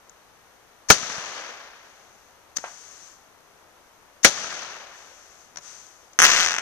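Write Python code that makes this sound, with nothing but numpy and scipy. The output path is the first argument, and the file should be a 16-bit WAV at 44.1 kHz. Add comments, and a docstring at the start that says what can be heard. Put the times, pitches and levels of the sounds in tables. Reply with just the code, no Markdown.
"""A roman candle fires outdoors at night: two lift charges bang and roll away in far echoes.
Shots open with pops (short swelling noise) and hisses (bright noise): a faint one as of a rising comet, then a
stronger one of burning stars. The stars of the second shot end in a dense volley of cracks, each a tiny blast wave.
A dull report is farther off, behind it the soft noise of the night. Two unlike microphone ports overload."""
import sys
import numpy as np
from scipy import signal
from scipy.fft import rfft, irfft
from scipy.io import wavfile

SR = 44100
rng = np.random.default_rng(int(sys.argv[2]) if len(sys.argv) > 2 else 0)


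def waveform_to_disk(signal):
    """Save audio, clipped to [-1, 1], as 16-bit WAV at the path in sys.argv[1]."""
    frames = np.transpose(np.atleast_2d(signal))
    scaled = np.clip(frames, -1, 1) * 32767
    samples = np.round(scaled).astype(np.int16)
    wavfile.write(sys.argv[1], SR, samples)


N = 291501
TIME = np.arange(N) / SR   # s


# The two lift charges: (time [s], blast level [dB], boom peak [dB], boom overpressure [ms],
# ring of the tube [Hz], near echo level [dB], far echo level [dB], far echoes hold until [s after the bang])
LIFT_CHARGES = [(.9017, 9.5, -8, 3.6, 1297, -6, -31, 0.49),
                (4.2465, 7, -28.5, 1.5, 2090, -6.5, -31.5, 0.38)]
# Spectrum of the blast at the tube: (frequency [Hz], relative level [dB per Hz])
BLAST_SPECTRUM = [(25, -19), (100, -10.5), (250, -0.5), (550, 1.5), (900, -4), (1300, -5.5), (2500, -6.5),
                  (6000, -13.5), (15000, -17)]
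# Spectrum of the near echoes: (frequency [Hz], relative level [dB per Hz])
NEAR_ECHO_SPECTRUM = [(25, -11.5), (100, -3.5), (250, -1), (500, 3.5), (850, -2.5), (1400, -1), (2500, -3),
                      (4200, -1.5), (6500, -8), (10000, -4.5), (15000, -22)]
NEAR_ECHO_T60_S = 0.14


def lifts(blast_t60=0.028, ring_db=2, ring_q=4, pre_swell_db=-23, pre_swell_s=.016, count=SR // 2):
    """A brief swell of noise comes just before each bang; then the ringing blast, near echoes and the far roll."""
    out, t = np.zeros((2, N)), TIME[:count]
    pre_swell_count = int(pre_swell_s * SR)
    for s, blast_db, boom_db, boom_ms, ring_hz, near_db, far_db, hold_s in LIFT_CHARGES:
        pre_swell = air_noise(POP_SPECTRUM, pre_swell_count) * np.sqrt(np.linspace(0, 1, pre_swell_count))
        add(out, s - pre_swell_s, from_db(pre_swell_db) * pre_swell)
        add(out, s, from_db(boom_db) * shock(boom_ms))   # the tube's push of gas carries the bass
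        blast = from_db(blast_db) * air_noise(BLAST_SPECTRUM, count) * dying(t, blast_t60)
        tube_ring = signal.lfilter(*signal.iirpeak(ring_hz, ring_q, fs=SR), blast)
        add(out, s, blast + from_db(ring_db) * tube_ring)
        near_echoes = air_noise(NEAR_ECHO_SPECTRUM, count) * dying(t, NEAR_ECHO_T60_S)
        add(out, s, from_db(near_db) * near_echoes)
        add(out, s, from_db(far_db) * far_echoes(hold_s))
    return out


# Single far walls: (time after a report [s], level against the scatter, before the losses on the way [dB])
FAR_WALLS = [(.129, 9), (.197, 10), (.279, 12)]
# Spectrum of a wall's echo: (frequency [Hz], relative level [dB per Hz])
WALL_SPECTRUM = [(25, -14), (90, 13), (180, 31), (400, -16), (1300, 17), (4500, -10), (10000, 0),
                 (15000, -24)]
# Spectrum of the far scatter as it sets out: (frequency [Hz], relative level [dB per Hz])
FAR_SPECTRUM = [(25, -21.5), (80, -6.5), (160, 1), (320, -3.5), (600, 1.5), (1300, 0), (2200, 0.5),
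                (4500, -1), (6500, -6.5), (10000, -10), (15000, -22.5)]
ROLL_RISE_S, ROLL_FADE_DB_PER_S = .07, 32
AIR_DB_PER_S, GROUND_DB_PER_S = 32.5, 32   # further loss of treble and of bass


def far_echoes(hold_s, count=2 * SR, lumpy_db=1.0, wall_t60=0.022, bass_hz=300, treble_hz=2500):
    """Scatter from trees and houses; air takes its treble and the ground its bass as the path grows."""
    t = TIME[:count]
    lumps = rms_one(low_pass(rng.standard_normal(count), 77, order=2))
    roll = envelope(t, ROLL_RISE_S, hold_s, ROLL_FADE_DB_PER_S)
    scatter = air_noise(FAR_SPECTRUM, count) * roll * from_db(lumpy_db * lumps)
    for s, db in FAR_WALLS:
        wall_echo = air_noise(WALL_SPECTRUM, count=2048) * dying(TIME[:2048], wall_t60)
        add(scatter, s, from_db(db) * wall_echo)
    bass = signal.sosfiltfilt(signal.butter(2, bass_hz, fs=SR, output="sos"), scatter)
    treble = signal.sosfiltfilt(signal.butter(1, treble_hz, "high", fs=SR, output="sos"), scatter)
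    middle = scatter - bass - treble
    return middle + bass * from_db(-GROUND_DB_PER_S * t) + treble * from_db(-AIR_DB_PER_S * t)


# Stars that crack alone, before and after the thick of the volley: (time [s], peak of the direct sound [dB])
LONE_CRACKS = [(6.1897, 16), (6.2019, 9.5), (6.219, 13), (6.2245, 10.5), (6.2313, 7), (6.2372, 10.5),
               (6.242, 11), (6.5204, -9), (6.5409, -6.5), (6.5479, -10), (6.5523, -10.5), (6.5651, -8),
               (6.5833, -7), (6.5862, -7), (6.5948, -13)]
CRACK_MS = .16   # length of a lone crack's overpressure
# Spectrum of the cracks' near echoes: (frequency [Hz], relative level [dB per Hz])
SKY_SPECTRUM = [(30, -11), (200, 9.5), (700, 3), (1400, -3), (2100, 0), (3500, 2), (6200, 4.5), (8000, 10),
                (14000, -11)]
CRACK_ECHO_DB = -38   # near echoes, as a filter gain


def crackle(near_t60=0.13, far_db=-64, far_hold_s=.3, count=SR // 4):
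    """Every star ends in a tiny shock; the ground and the surroundings smear them together."""
    direct = volley()
    for s, db in LONE_CRACKS:
        add(direct, s, from_db(db) * shock(CRACK_MS))
    echoes = from_db(far_db) * far_echoes(far_hold_s)
    near_echoes = air_noise(SKY_SPECTRUM, count) * dying(TIME[:count], near_t60)
    add(echoes, .0045, from_db(CRACK_ECHO_DB) * near_echoes)
    return direct + signal.fftconvolve(direct[None], echoes, axes=-1)[:, :N]


# The volley, by size of star: (first rate [cracks per s], all spent after [s], typical peak before the surge [dB],
# fade [dB per s], typical overpressure [ms])
STAR_SIZES = [(290, .29, -2.5, 15, .14), (600, .32, -7.5, 15, .09)]
VOLLEY_START_S = 6.243
SURGE_DB, SURGE_S = 12.5, .014   # the volley opens with a short, louder surge
STAR_SPREAD_DB, LENGTH_SPREAD = 2, 0.16   # from star to star; the length's in natural log


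def volley(count=300):
    """Stars go off at uneven moments, ever sparser and weaker until all are spent."""
    out, t = np.zeros(N), TIME[:SR]
    for per_s, spent_s, db, fade_db_per_s, length_ms in STAR_SIZES:
        gone_off = np.cumsum(per_s * np.maximum(1 - (t / spent_s) ** 2, 0)) / SR   # expected count so far
        turns = np.arange(count) + 2 * rng.random(count)
        chance = rng.standard_normal((count, 2))
        for turn, (size, length) in zip(turns[turns < gone_off[-1]], chance):
            age = t[np.searchsorted(gone_off, turn)]
            surge_db = SURGE_DB * np.exp(-(age / SURGE_S) ** 2)
            peak_db = db - fade_db_per_s * age + surge_db + STAR_SPREAD_DB * size
            crack = shock(length_ms * np.exp(LENGTH_SPREAD * length))
            add(out, VOLLEY_START_S + age, from_db(peak_db) * crack)
    return out


# Small ticks and pops: one bright tick near the start, others around the openings of the shots:
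# (time of the peak [s], level [dB], half the length of the swell [s], t60 [s], tilt above 1 kHz [dB per octave])
SMALL_POPS = [(.0955, -43, .002, .02, 5), (2.571, -20, .011, .018, 0), (2.584, -33, .002, .04, -5),
              (5.5595, -33, .001, .014, -7), (5.5725, -32.5, .004, .025, -3), (5.584, -38, .002, .05, -6),
              (5.845, -49, .001, .02, 2), (5.867, -48, .001, .02, 2), (6.133, -48, .001, .02, -2)]
# Spectrum of a pop before its tilt: (frequency [Hz], relative level [dB per Hz])
POP_SPECTRUM = [(30, -32), (90, -18), (160, -2.5), (300, -3), (800, -5), (1500, 0), (3000, -5), (4600, -1),
                (7000, -0.5), (15000, -9)]


def pops(count=SR // 4):
    """Short bursts of noise that swell and then die away quickly."""
    out, t = np.zeros((2, N)), TIME[:count]
    for s, db, half_swell, t60, tilt_db in SMALL_POPS:
        spectrum = [(hz, level + tilt_db * np.log2(max(hz, 1000))) for hz, level in POP_SPECTRUM]
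        swell = 2 * half_swell
        rise = dying(np.maximum(swell - t, 0), swell)
        fall = dying(np.maximum(t - swell, 0), t60)
        add(out, s - swell, from_db(db) * air_noise(spectrum, count) * rise * fall)
    return out


# Hisses: a faint one before each opening, as of a rising comet, then the stronger burning stars:
# (time [s], level before the gain and the sag [dB], rise [s], hold until [s after the start],
# fade beyond the sag [dB per s])
HISSES = [(1.8, -67.5, 0.072, 0.46, 60), (2.575, -52.5, 0.017, 0.51, 100), (4.85, -58.5, 0.12, 0.59, 91),
          (5.59, -50.5, .08, 0.13, 42)]
# Spectrum of the hiss: (frequency [Hz], relative level [dB per Hz])
HISS_SPECTRUM = [(100, -12), (500, -2), (1000, 1.5), (2000, -0.5), (4000, -2.5), (6500, -1.5), (9000, 0),
                 (14000, -15)]
HISS_SAG_DB_PER_S = 7   # each hiss sinks slowly


def hiss(gain_db=5.0):
    """Comets and stars hiss with a smooth, bright noise that rises, sinks slowly and goes out."""
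    level = np.zeros(N)
    for s, db, rise_s, hold_s, fade_db_per_s in HISSES:
        age = TIME - s
        level += from_db(db - HISS_SAG_DB_PER_S * age) * envelope(age, rise_s, hold_s, fade_db_per_s)
    return from_db(gain_db) * level * air_noise(HISS_SPECTRUM, N)


# A dull report from farther off: (time [s], peak of its front [dB], t60 of its scatter [s])
DISTANT_THUD = (2.6405, -20.5, 0.25)
# Spectrum dulled by the distance: (frequency [Hz], relative level [dB])
DULL_SPECTRUM = [(40, -23), (270, -16), (450, -5), (750, 7), (1400, 2.5), (2500, -4.5), (4000, -16),
                 (7000, -37), (15000, -47)]
THUD_ROLL_T60_S = 1.2


def thud(front_ms=0.67, scatter_db=-13, far_db=-39, count=SR // 2):
    """A blast wave dulled by distance, with its scatter and a faint roll behind it."""
    out, t = np.zeros((2, N)), TIME[:count]
    s, db, t60 = DISTANT_THUD
    front = coloured(shock(front_ms), DULL_SPECTRUM)
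    add(out, s, from_db(db) * front / np.abs(front).max())
    scatter = air_noise(DULL_SPECTRUM, count) * dying(t, t60) * (1 - dying(t, 0.0099))
    add(out, s, from_db(db + scatter_db) * scatter)
    roll = air_noise(DULL_SPECTRUM, count) * dying(t, THUD_ROLL_T60_S)
    add(out, s, from_db(db + far_db) * roll)
    return out


# Spectrum of the night air: (frequency [Hz], relative level [dB per Hz])
NIGHT_SPECTRUM = [(20, -5), (60, 1.5), (170, -3), (500, 3), (1000, 2), (1500, -4.5), (2200, -7),
                  (4000, -13.5), (6000, -21.5), (14000, -33)]


def night_air(level_db=-55):
    """The steady soft noise of the night, spread wider between the ports than the other noises."""
    return from_db(level_db) * air_noise(NIGHT_SPECTRUM, N, apart=0.45)


def shock(length_ms, suction=2.014, count=1024):
    """N-shaped blast wave: a sudden overpressure falls through zero into a suction that closes quickly."""
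    age = TIME[:count] * 1000 / length_ms   # in lengths of the overpressure
    return (1 - age) * np.exp(-(age / suction) ** 8)


def air_noise(spectrum, count, apart=0.23, apart_hz=3500):
    """Noise at two close ports: mostly alike in the bass, unlike in the treble; rms 1."""
    mid, side = rng.standard_normal((2, count))
    side = side - (1 - apart) * low_pass(side, apart_hz)
    return rms_one(coloured(mid + side * [[1], [-1]], spectrum))


def envelope(age, attack_s, hold_s, release_db_per_s):
    """Rises in attack_s, stays until hold_s, then fades evenly in dB."""
    return np.clip(age / attack_s, 0, 1) * from_db(-release_db_per_s * np.maximum(age - hold_s, 0))


def dying(t, t60):
    """Falls by 60 dB in t60."""
    return np.exp(-np.log(1000) * t / t60)


def coloured(x, spectrum, size=4096):
    """Causal (minimum-phase) filter with the given magnitude."""
    hz = np.maximum(np.fft.rfftfreq(size, 1 / SR), 1)
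    points = np.array(spectrum)
    magnitude_db = np.interp(np.log(hz), np.log(points[:, 0]), points[:, 1])
    cepstrum = irfft(np.log(from_db(magnitude_db)))
    cepstrum[1:size // 2] *= 2   # fold onto positive times
    cepstrum[size // 2 + 1:] = 0
    response = irfft(np.exp(rfft(cepstrum)))
    return signal.oaconvolve(np.atleast_2d(x), response[None], axes=-1)[:, :x.shape[-1]]


def low_pass(x, hz, order=1):
    """Butterworth low-pass."""
    return signal.sosfilt(signal.butter(order, hz, fs=SR, output="sos"), x)


def from_db(db):
    """Decibels to gain."""
    return 10 ** (np.asarray(db) / 20)


def rms_one(x):
    """Scale to rms 1."""
    return x / np.sqrt(np.mean(x ** 2) + 1e-20)


def add(out, s, sound):
    """Mix a sound in at time s."""
    start = int(np.clip(round(s * SR), 0, N - 1))
    out[..., start:start + sound.shape[-1]] += sound[..., :N - start]


def scene():
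    """Sound pressure at the two ports."""
    return lifts() + crackle() + pops() + hiss() + thud() + night_air()


# Response of the left port, with a strong treble resonance: (frequency [Hz], gain [dB])
LEFT_RESPONSE = [(20, 0.5), (1000, 0.5), (4000, 2.5), (5200, 6.5), (5800, 12.5), (6200, 17), (6600, 12),
                 (7100, 6.5), (8000, -0.5), (10000, -9), (14000, -9), (15300, -24.5)]
# Response of the right port, muffled, with a broad resonance near 1.5 kHz and a steep fall above 5 kHz:
# (frequency [Hz], gain [dB])
RIGHT_RESPONSE = [(20, -11), (280, -12), (650, -6), (1000, -4), (1300, 2.5), (1750, 2.5), (2100, 0),
                  (2600, -5), (3700, -6), (4650, -5.5), (5000, -11), (5600, -36.5), (8000, -34.5),
                  (16000, -45.5)]
SELF_NOISE_DB, SELF_NOISE_TOP_HZ = -62.5, 14300   # level before its low-pass
CLIP_LEVEL, CUTOFF_HZ = .92, 15600


def record(dry):
    """Each port colours the sound; the preamplifier adds faint noise and clips hard; the top is cut."""
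    left = coloured(dry[0], LEFT_RESPONSE)
    right = coloured(np.r_[0, dry[1, :-1]], RIGHT_RESPONSE)   # one sample later
    self_noise = low_pass(rng.standard_normal((2, N)), SELF_NOISE_TOP_HZ, order=24)
    preamp = np.vstack([left, right]) + from_db(SELF_NOISE_DB) * self_noise
    return low_pass(np.clip(preamp, -CLIP_LEVEL, CLIP_LEVEL), CUTOFF_HZ, order=14)


dry = scene()
out = record(dry)
waveform_to_disk(out)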